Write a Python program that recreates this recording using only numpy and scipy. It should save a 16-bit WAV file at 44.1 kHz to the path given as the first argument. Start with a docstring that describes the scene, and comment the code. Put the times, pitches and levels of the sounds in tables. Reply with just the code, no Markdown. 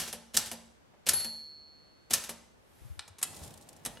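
"""A manual typewriter on a wooden table in a small quiet room. In each of four keystrokes the levers
clatter, the escapement trips, the type strikes the platen, and the bar and key return; each impact
excites damped vibrations. The first is under way as the sound begins; the margin bell rings on the
third. After the fourth, the arms sweep past with a swish and puffs of air, the line lever clicks,
catches snap, and the carriage rolls over its ratchet, amid dull bumps, to the stop. A light tap follows."""
import sys
import numpy as np
from scipy import signal
from scipy.fft import rfft, irfft, next_fast_len
from scipy.io import wavfile
from scipy.ndimage import uniform_filter1d

SR = 44100
rng = np.random.default_rng(int(sys.argv[2]) if len(sys.argv) > 2 else 0)


def dump_mix(stems):
    """Bounce the given channels to the path in sys.argv[1] as a 16-bit WAV at rate SR."""
    frames = np.atleast_2d(stems).T  # one column per channel
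    limited = np.clip(frames, -1, 1)  # hard clip at full scale
    pcm = np.round(limited * 32767).astype(np.int16)
    wavfile.write(sys.argv[1], SR, pcm)


N = 176400
LEAD = 8820  # samples computed before time zero
T = np.arange(-LEAD, N) / SR
FFT_SIZE = next_fast_len(len(T) + SR)
HZ = np.maximum(np.arange(FFT_SIZE // 2 + 1) * SR / FFT_SIZE, 1)

# Type impacts (time [s], level [dB], prior key travel [s], lever level [dB], fall-back delay [s])
KEYSTROKES = [(-.014, -11.5, 0.025, -28.5, 0.09), (0.3718, -10.5, .030, -28.5, 0.086),
              (1.0918, -9.5, .027, -25, .105), (2.1376, -10.5, .0325, -25.5, 0.098)]
# Rising keys (time [s], click level [dB], thud level [dB])
KEY_RETURNS = [(0.1278, -34, -48), (0.5144, -34.5, -48), (1.245, -35.5, -49.5), (2.2929, -34, -52)]
# Carriage catches (time [s], level [dB], T60 [s], tilt [dB/octave])
CATCH_SNAPS = [(3.078, -46, 0.048, -2.5), (3.184, -47, 0.11, -1), (3.214, -44.5, 0.13, -2),
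               (3.2273, -21.5, 0.055, 2), (3.850, -32.5, 0.059, 1.5), (3.859, -28.5, 0.055, 0.6)]
# Pawl impacts on the ratchet (time [s], level [dB])
PAWL_TICKS = [(3.365, -43), (3.401, -52), (3.435, -42.5), (3.476, -47), (3.506, -49.5), (3.538, -47.5),
              (3.575, -48.5), (3.611, -53), (3.623, -53.5), (3.688, -44.5), (3.729, -52), (3.763, -52.5)]
# Friction along the rail (time [s], hiss level [dB], rumble level [dB])
RAIL_LEVELS = [(3.222, -98, -58), (3.26, -65, -59), (3.36, -57.5, -53.5), (3.44, -55.5, -52.5),
               (3.52, -67, -56.5), (3.65, -71.5, -61.5), (3.84, -74, -60), (3.9, -79, -58)]
# Line lever taps (time [s], level [dB], T60 [s], tilt [dB/octave], mode [Hz], mode level [dB])
LEVER_TAPS = [(2.9926, -29, 0.019, 3, 4240, -36.5), (3.971, -46.5, 0.033, -1.5, 2890, -45.5)]
# Four air puffs, then four handling bumps (time [s], relative level [dB], pitch [Hz], side re mid [dB])
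LOW_THUMPS = [(2.808, -50.5, 65.4, 6), (2.844, -48, 123, 8), (2.897, -44, 79.6, 11), (2.966, -50.5, 87, 8),
              (3.095, -49, 90.6, -13.5), (3.289, -50.5, 99, -25), (3.407, -40, 78, -22),
              (3.466, -46.5, 110, -14)]
# Bell modes (frequency [Hz])
BELL_MODE_HZ = [4266, 4416, 11052, 11082, 10860]
# The same modes (level [dB], T60 [s], rise [s], left re right [dB], left phase lead [rad])
BELL_MODES = [(-35.5, 1.45, 0.055, 1, 0.11), (-34.5, 1.5, 0.029, -3.5, 0.48), (-23.5, 0.47, .001, 4, 2.3),
              (-30.5, 0.42, .001, 6, -0.69), (-33, .08, 0.00092, -0.5, 0.32)]
# Normal modes of the parts (frequency [Hz], relative level [dB], T60 [s])
PLATEN_MODES = [(1340, -21, .022), (1760, -17.5, 0.02), (4530, -2.5, 0.0021), (5500, -4.5, 0.0037),
                (7830, 3.5, 0.0044), (12200, -7, .003)]
LINKAGE_MODES = [(1823, -10.5, 0.48), (2850, -2, 0.23), (3468, -2.5, 0.44), (5200, -3, .3), (5350, -1, .35),
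                 (6000, -1.5, .3), (6820, 4, .25), (7576, 1, .2), (8300, -4, .25), (8456, 1, 0.3),
                 (9500, -5, .25), (10640, -3.5, 0.18)]
CASE_MODES = [(65.6, -9, 0.71), (94.8, -17.5, .2), (178, -7.5, 0.63), (416.5, -5, 0.15), (228.7, 4.5, 0.36),
              (511.3, -1, 0.3), (605, -10, .25), (866, -6, .2)]
CARRIAGE_MODES = [(1345, -10, .08), (1995, 3, 0.044), (3320, -8, 0.13), (3877, 1.5, 0.085),
                  (5230, -2.5, 0.11), (6000, -8, 0.15), (8460, 5.5, 0.083), (9430, 6.5, 0.063),
                  (11250, 2, 0.076)]
# Spectral envelopes of the noises (frequency [Hz], relative spectral density [dB])
SLAP_SPECTRUM = [(60, -15.5), (300, -19.5), (900, -14.5), (1700, -8), (2800, -7.5), (4600, 1), (6000, 1.5),
                 (7800, 0.5), (10000, 0.5), (13500, -5), (16000, -24.5)]
LEVER_SPECTRUM = [(35, -42.5), (60, 0), (301, -6), (636, -2), (1170, -6.5), (1700, -5), (2770, -3),
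                  (6430, -3), (11500, -4.5), (16000, -21.5)]
RETURN_SPECTRUM = [(35, -27), (60, -18.5), (566, -2.5), (968, -4.5), (1310, -10), (2840, -5.5), (3670, -7),
                   (5300, -8), (11500, -3), (16000, -30)]
KNOCK_SPECTRUM = [(100, -15), (220, 2.5), (350, -8.5), (520, 3), (900, -0.5), (1400, -14.5), (4000, -34),
                  (12000, -61.5)]
CATCH_SPECTRUM = [(59, -51), (100, -19), (1230, -4), (1450, -9), (2000, -7), (4770, -7.5), (8460, -3),
                  (11600, -5), (15000, -30)]
RATCHET_SPECTRUM = [(200, -28), (1500, -14), (3500, 0.5), (6000, 2.5), (9000, 4.5), (13000, -3),
                    (16000, -23)]
RUMBLE_SPECTRUM = [(40, -6), (100, 0.5), (230, -0.5), (340, -6.5), (800, -5), (1300, -17.5), (3000, -20),
                   (8000, -31.5)]
TAP_SPECTRUM = [(150, -12), (700, -5.5), (1700, -0.5), (2600, -6.5), (4200, 0), (5700, -12), (9300, -12),
                (15000, -48)]
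SLEEVE_SPECTRUM = [(100, 16.5), (350, 5), (1200, 2.5), (6000, -4.5), (9500, -2), (11000, 0), (12500, -1.5),
                   (16000, -23)]
AIR_SPECTRUM = [(20, -18.5), (30, -5), (86, -2), (554, -8), (1860, -17), (9220, -31), (13300, -35.5),
                (16000, -45.5)]
# Stereo width of the direct and the reverberant sound (frequency [Hz], side gain [dB])
DIRECT_WIDTH = [(60, -19), (500, -21), (1500, -18.5), (5000, -14), (8000, -8.5), (14000, -3.5)]
REVERB_WIDTH = [(100, -16.5), (800, -19), (2000, -12), (7000, -4), (14000, 3)]
# Room reverberation (frequency [Hz], T60 [s], level re direct sound [dB])
ROOM_BANDS = [(80, 0.53, -3), (253, 0.45, -8.5), (800, 0.5, -4), (2550, 0.52, -6.5), (6100, 0.63, -13),
              (10110, 0.5, -14.5), (15000, 0.24, -21)]

BELL_S, STOP_S = 1.1335, 3.861
KNOCK_T60_S = 0.12


def keystrokes():
    """Impact excitation: levers drive the type onto the platen; platen, linkage and case ring freely."""
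    slap = levers = body = 0
    for s, db, travel, lever_db, fall in KEYSTROKES:
        press = s - travel
        levers += burst(press - 0.0059, db=-49.5, t60=0.13, rise=0.00079)  # finger meets key
        levers += burst(press, lever_db, t60=0.11, rise=0.0043)
        body += ring(press, -49, CASE_MODES, rise=0.0033)
        slap += burst(s - 0.0042, db=-16, t60=0.016, rise=0.00038)  # escapement trips
        slap += burst(s, db - 2.5, t60=0.0045)  # type hits the paper
        slap += burst(s, db - 8, t60=0.03)  # frame shakes
        slap += burst(s, db - 12, t60=0.077)  # rattle
        body += ring(s, db - 0.5, PLATEN_MODES, rise=0.0001)
        body += ring(s, db - 41, LINKAGE_MODES)
        levers += burst(s, db=-33.5, t60=0.31)  # jangle
        levers += burst(s + fall, db=-38, t60=0.13, rise=0.002)  # bar drops back
    return colour(slap, SLAP_SPECTRUM) + colour(levers, LEVER_SPECTRUM) + body


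def key_returns():
    """Transient response: each key comes up with a snap and a hollow knock, and the case resonates."""
    clicks = knocks = hum = 0
    for s, click_db, thud_db in KEY_RETURNS:
        clicks += burst(s, click_db, t60=0.091, rise=0.00087)
        clicks += burst(s, click_db + 4, t60=0.011)
        knocks += burst(s + 0.0041, thud_db + 2.5, KNOCK_T60_S, rise=0.0033)
        hum += ring(s + 0.003, thud_db, CASE_MODES, rise=0.0069)
    return colour(clicks, RETURN_SPECTRUM) + colour(knocks, KNOCK_SPECTRUM) + hum


def bell():
    """Beating: the split modes of a small steel bell interfere as they decay; left and right."""
    t = np.maximum(T - BELL_S, 0)
    side = np.array([[0.5], [-0.5]])
    tone = 0
    for hz, (db, t60, rise, pan_db, phase) in zip(BELL_MODE_HZ, BELL_MODES):
        envelope = amp(db + side * pan_db) * decay(t, t60, rise)
        tone += envelope * np.sin(2 * np.pi * hz * t + side * phase)
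    return tone


def clapper():
    """Contact noise: the clapper's brief blow on the bell gives a broadband click."""
    return colour(burst(BELL_S, db=-30.5, t60=0.088, rise=0.00069), LEVER_SPECTRUM)


def catches():
    """Modal excitation: snapping catches ring the carriage, and its blow on the stop rings the case."""
    snaps = 0
    for s, db, t60, tilt in CATCH_SNAPS:
        snaps += colour(burst(s, db, t60, rise=0.00049), CATCH_SPECTRUM, tilt)
        snaps += ring(s, db - 17, CARRIAGE_MODES)
    stop = colour(burst(STOP_S, db=-40.5, t60=0.12, rise=0.0014), RUMBLE_SPECTRUM)
    return snaps + stop + ring(STOP_S, -55, CASE_MODES)


def line_lever():
    """Damped free vibration: the flicked lever clicks, rattles and rings briefly in one mode."""
    taps = 0
    for s, db, t60, tilt, hz, ring_db in LEVER_TAPS:
        click = burst(s, db, t60, rise=0.00021)
        rattle = burst(s, db - 15.5, t60=0.07)
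        taps += colour(click + rattle, TAP_SPECTRUM, tilt) + ring(s, ring_db, [(hz, 0, 0.031)])
    return taps


def carriage_roll():
    """Friction noise: the carriage scrapes and rumbles along a rough rail under the ticking pawl."""
    times, hiss_db, rumble_db = np.array(RAIL_LEVELS).T
    hiss, rumble = (amp(np.interp(T, times, db, left=-np.inf)) * noise() for db in (hiss_db, rumble_db))
    roughness_db, roughness_s = 3, 0.007
    grip = uniform_filter1d(rng.standard_normal(len(T)), int(roughness_s * SR))
    scrape = hiss * amp(roughness_db * grip / grip.std())
    ticks = sum(burst(s, db, t60=0.04, rise=0.00098) for s, db in PAWL_TICKS)
    rolling = colour(ticks + scrape, RATCHET_SPECTRUM) + colour(rumble, RUMBLE_SPECTRUM)
    return rolling * mid_side(0, side_db=-5)


def low_thumps():
    """Slow pressure pulses sound low: puffs of air as the arms sweep past, then dull handling bumps."""
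    thumps = 0
    t60, rise = 0.12, 0.0087
    for s, db, hz, side_db in LOW_THUMPS:
        t = np.maximum(T - s, 0)
        envelope = 2 * amp(-60 * t / t60) * (1 - np.exp(-(t / rise) ** 2))
        thumps += envelope * np.sin(2 * np.pi * hz * t) * mid_side(db, side_db)
    return thumps


def resting_finger():
    """Damped contact: a finger lands dully on a key without pressing it."""
    return colour(burst(s=0.935, db=-55.5, t60=KNOCK_T60_S, rise=0.002), KNOCK_SPECTRUM, tilt=3)


def sleeves():
    """Sliding friction: cloth noise swells and fades as the arms reach for the carriage."""
    peak_s, rise_s, fall_s = 2.872, 0.19, 0.14
    t = T - peak_s
    swell = np.exp(-(t / np.where(t < 0, rise_s, fall_s)) ** 2)
    return colour(noise() * swell, SLEEVE_SPECTRUM) * mid_side(-62.5, side_db=-9)


def reverberation(direct):
    """Diffuse field: convolution with noise that decays band by band, fastest in the top treble."""
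    t = np.arange(SR) / SR
    hz, t60, db = np.array(ROOM_BANDS).T
    white = rfft(rng.standard_normal((2, SR)))
    log_hz = np.log(np.arange(SR // 2 + 1) + 1)
    tail = 0
    for k, share in enumerate(np.eye(len(hz))):
        band = irfft(white * np.interp(log_hz, np.log(hz), share), SR)
        envelope = decay(t, t60[k], rise=0.00087)
        tail += band * envelope * amp(db[k]) / np.sqrt(np.sum(envelope ** 2))
    return signal.fftconvolve(direct[None], tail, axes=1)[:, :len(T)]


def still_air():
    """Stationary noise: the faint, low background of the room."""
    return colour(noise(), AIR_SPECTRUM) * mid_side(-66, side_db=2)


def burst(s, db, t60, rise=0.0001):
    """Random superposition: dense, uneven contacts merge into noise that decays from time s."""
    t = np.arange(SR // 2) / SR
    envelope = decay(t, t60, rise)
    spread, contacts_per_s = 0.28, 1500
    strengths = np.exp(spread * rng.standard_normal(len(t)))
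    contacts = np.repeat(strengths, SR // contacts_per_s)[:len(t)]
    chatter = rng.standard_normal((2, len(t))) * contacts * envelope
    chatter *= np.sqrt(np.sum(envelope ** 2) / np.sum(chatter ** 2, axis=1, keepdims=True))
    return place(amp(db) * chatter, s)


def ring(s, db, modes, rise=0.001):
    """Modal superposition: damped sinusoids start together at time s with random phases."""
    t = np.arange(SR * 2 // 3) / SR
    vibration = 0
    for hz, mode_db, t60 in modes:
        cycles = hz * t + rng.random((2, 1))
        vibration += amp(db + mode_db) * decay(t, t60, rise) * np.sin(2 * np.pi * cycles)
    return place(vibration, s)


def decay(t, t60, rise):
    """Exponential damping: 60 dB of fall in t60 seconds, with an onset time constant of rise seconds."""
    return amp(-60 * t / t60) * (1 - np.exp(-t / rise))


def colour(x, spectrum, tilt=0):
    """Minimum-phase filtering that preserves the power of white noise; tilt in dB per octave."""
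    gain = gains(spectrum) * amp(tilt * np.log2(HZ))
    gain /= np.sqrt(np.mean(gain ** 2))
    cepstrum = irfft(np.log(gain), FFT_SIZE)
    cepstrum[1:FFT_SIZE // 2] *= 2  # folding onto positive time makes the filter causal
    cepstrum[FFT_SIZE // 2 + 1:] = 0
    return irfft(rfft(x, FFT_SIZE) * np.exp(rfft(cepstrum)), FFT_SIZE)[..., :len(T)]


def set_width(x, width):
    """Interchannel coherence: scaling the side signal sets the stereo width at each frequency."""
    mid, side = x
    return np.array([mid, irfft(rfft(side, FFT_SIZE) * gains(width), FFT_SIZE)[:len(T)]])


def gains(points):
    """Magnitude response: (frequency [Hz], level [dB]) points interpolated over log frequency."""
    hz, db = np.array(points, float).T
    return amp(np.interp(np.log(HZ), np.log(hz), db))


def amp(db):
    """The decibel law: level to amplitude ratio."""
    return 10 ** (np.asarray(db) / 20)


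def mid_side(db, side_db):
    """Level difference: gains for mid at db and for side at side_db relative to it."""
    return amp([[db], [db + side_db]])


def noise():
    """Uncorrelated white noise for mid and side."""
    return rng.standard_normal((2, len(T)))


def place(x, s):
    """Time shift: a short sound begins at s seconds."""
    track = np.zeros((2, len(T)))
    start = max(int(s * SR) + LEAD, 0)
    track[:, start:start + x.shape[-1]] = x[..., :len(T) - start]
    return track


def scene():
    """Linear superposition: the close machine, its reverberation and the air sum to left and right."""
    impacts = keystrokes() + key_returns() + clapper() + catches() + line_lever() + resting_finger()
    machine = set_width(impacts, DIRECT_WIDTH) + carriage_roll()
    room = set_width(reverberation(machine[0]), REVERB_WIDTH)
    mid, side = machine + low_thumps() + sleeves() + room + still_air()
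    return (np.array([mid + side, mid - side]) + bell())[:, LEAD:]


def record(dry):
    """Band limiting: filters remove the deepest bass and the highest treble."""
    low_hz, top_hz = 42, 15800
    high_pass = signal.butter(3, low_hz, "high", fs=SR, output="sos")
    low_pass = signal.ellip(10, 0.2, 70, top_hz, fs=SR, output="sos")
    return signal.sosfilt(low_pass, signal.sosfilt(high_pass, dry))


dry = scene()
out = record(dry)
dump_mix(out)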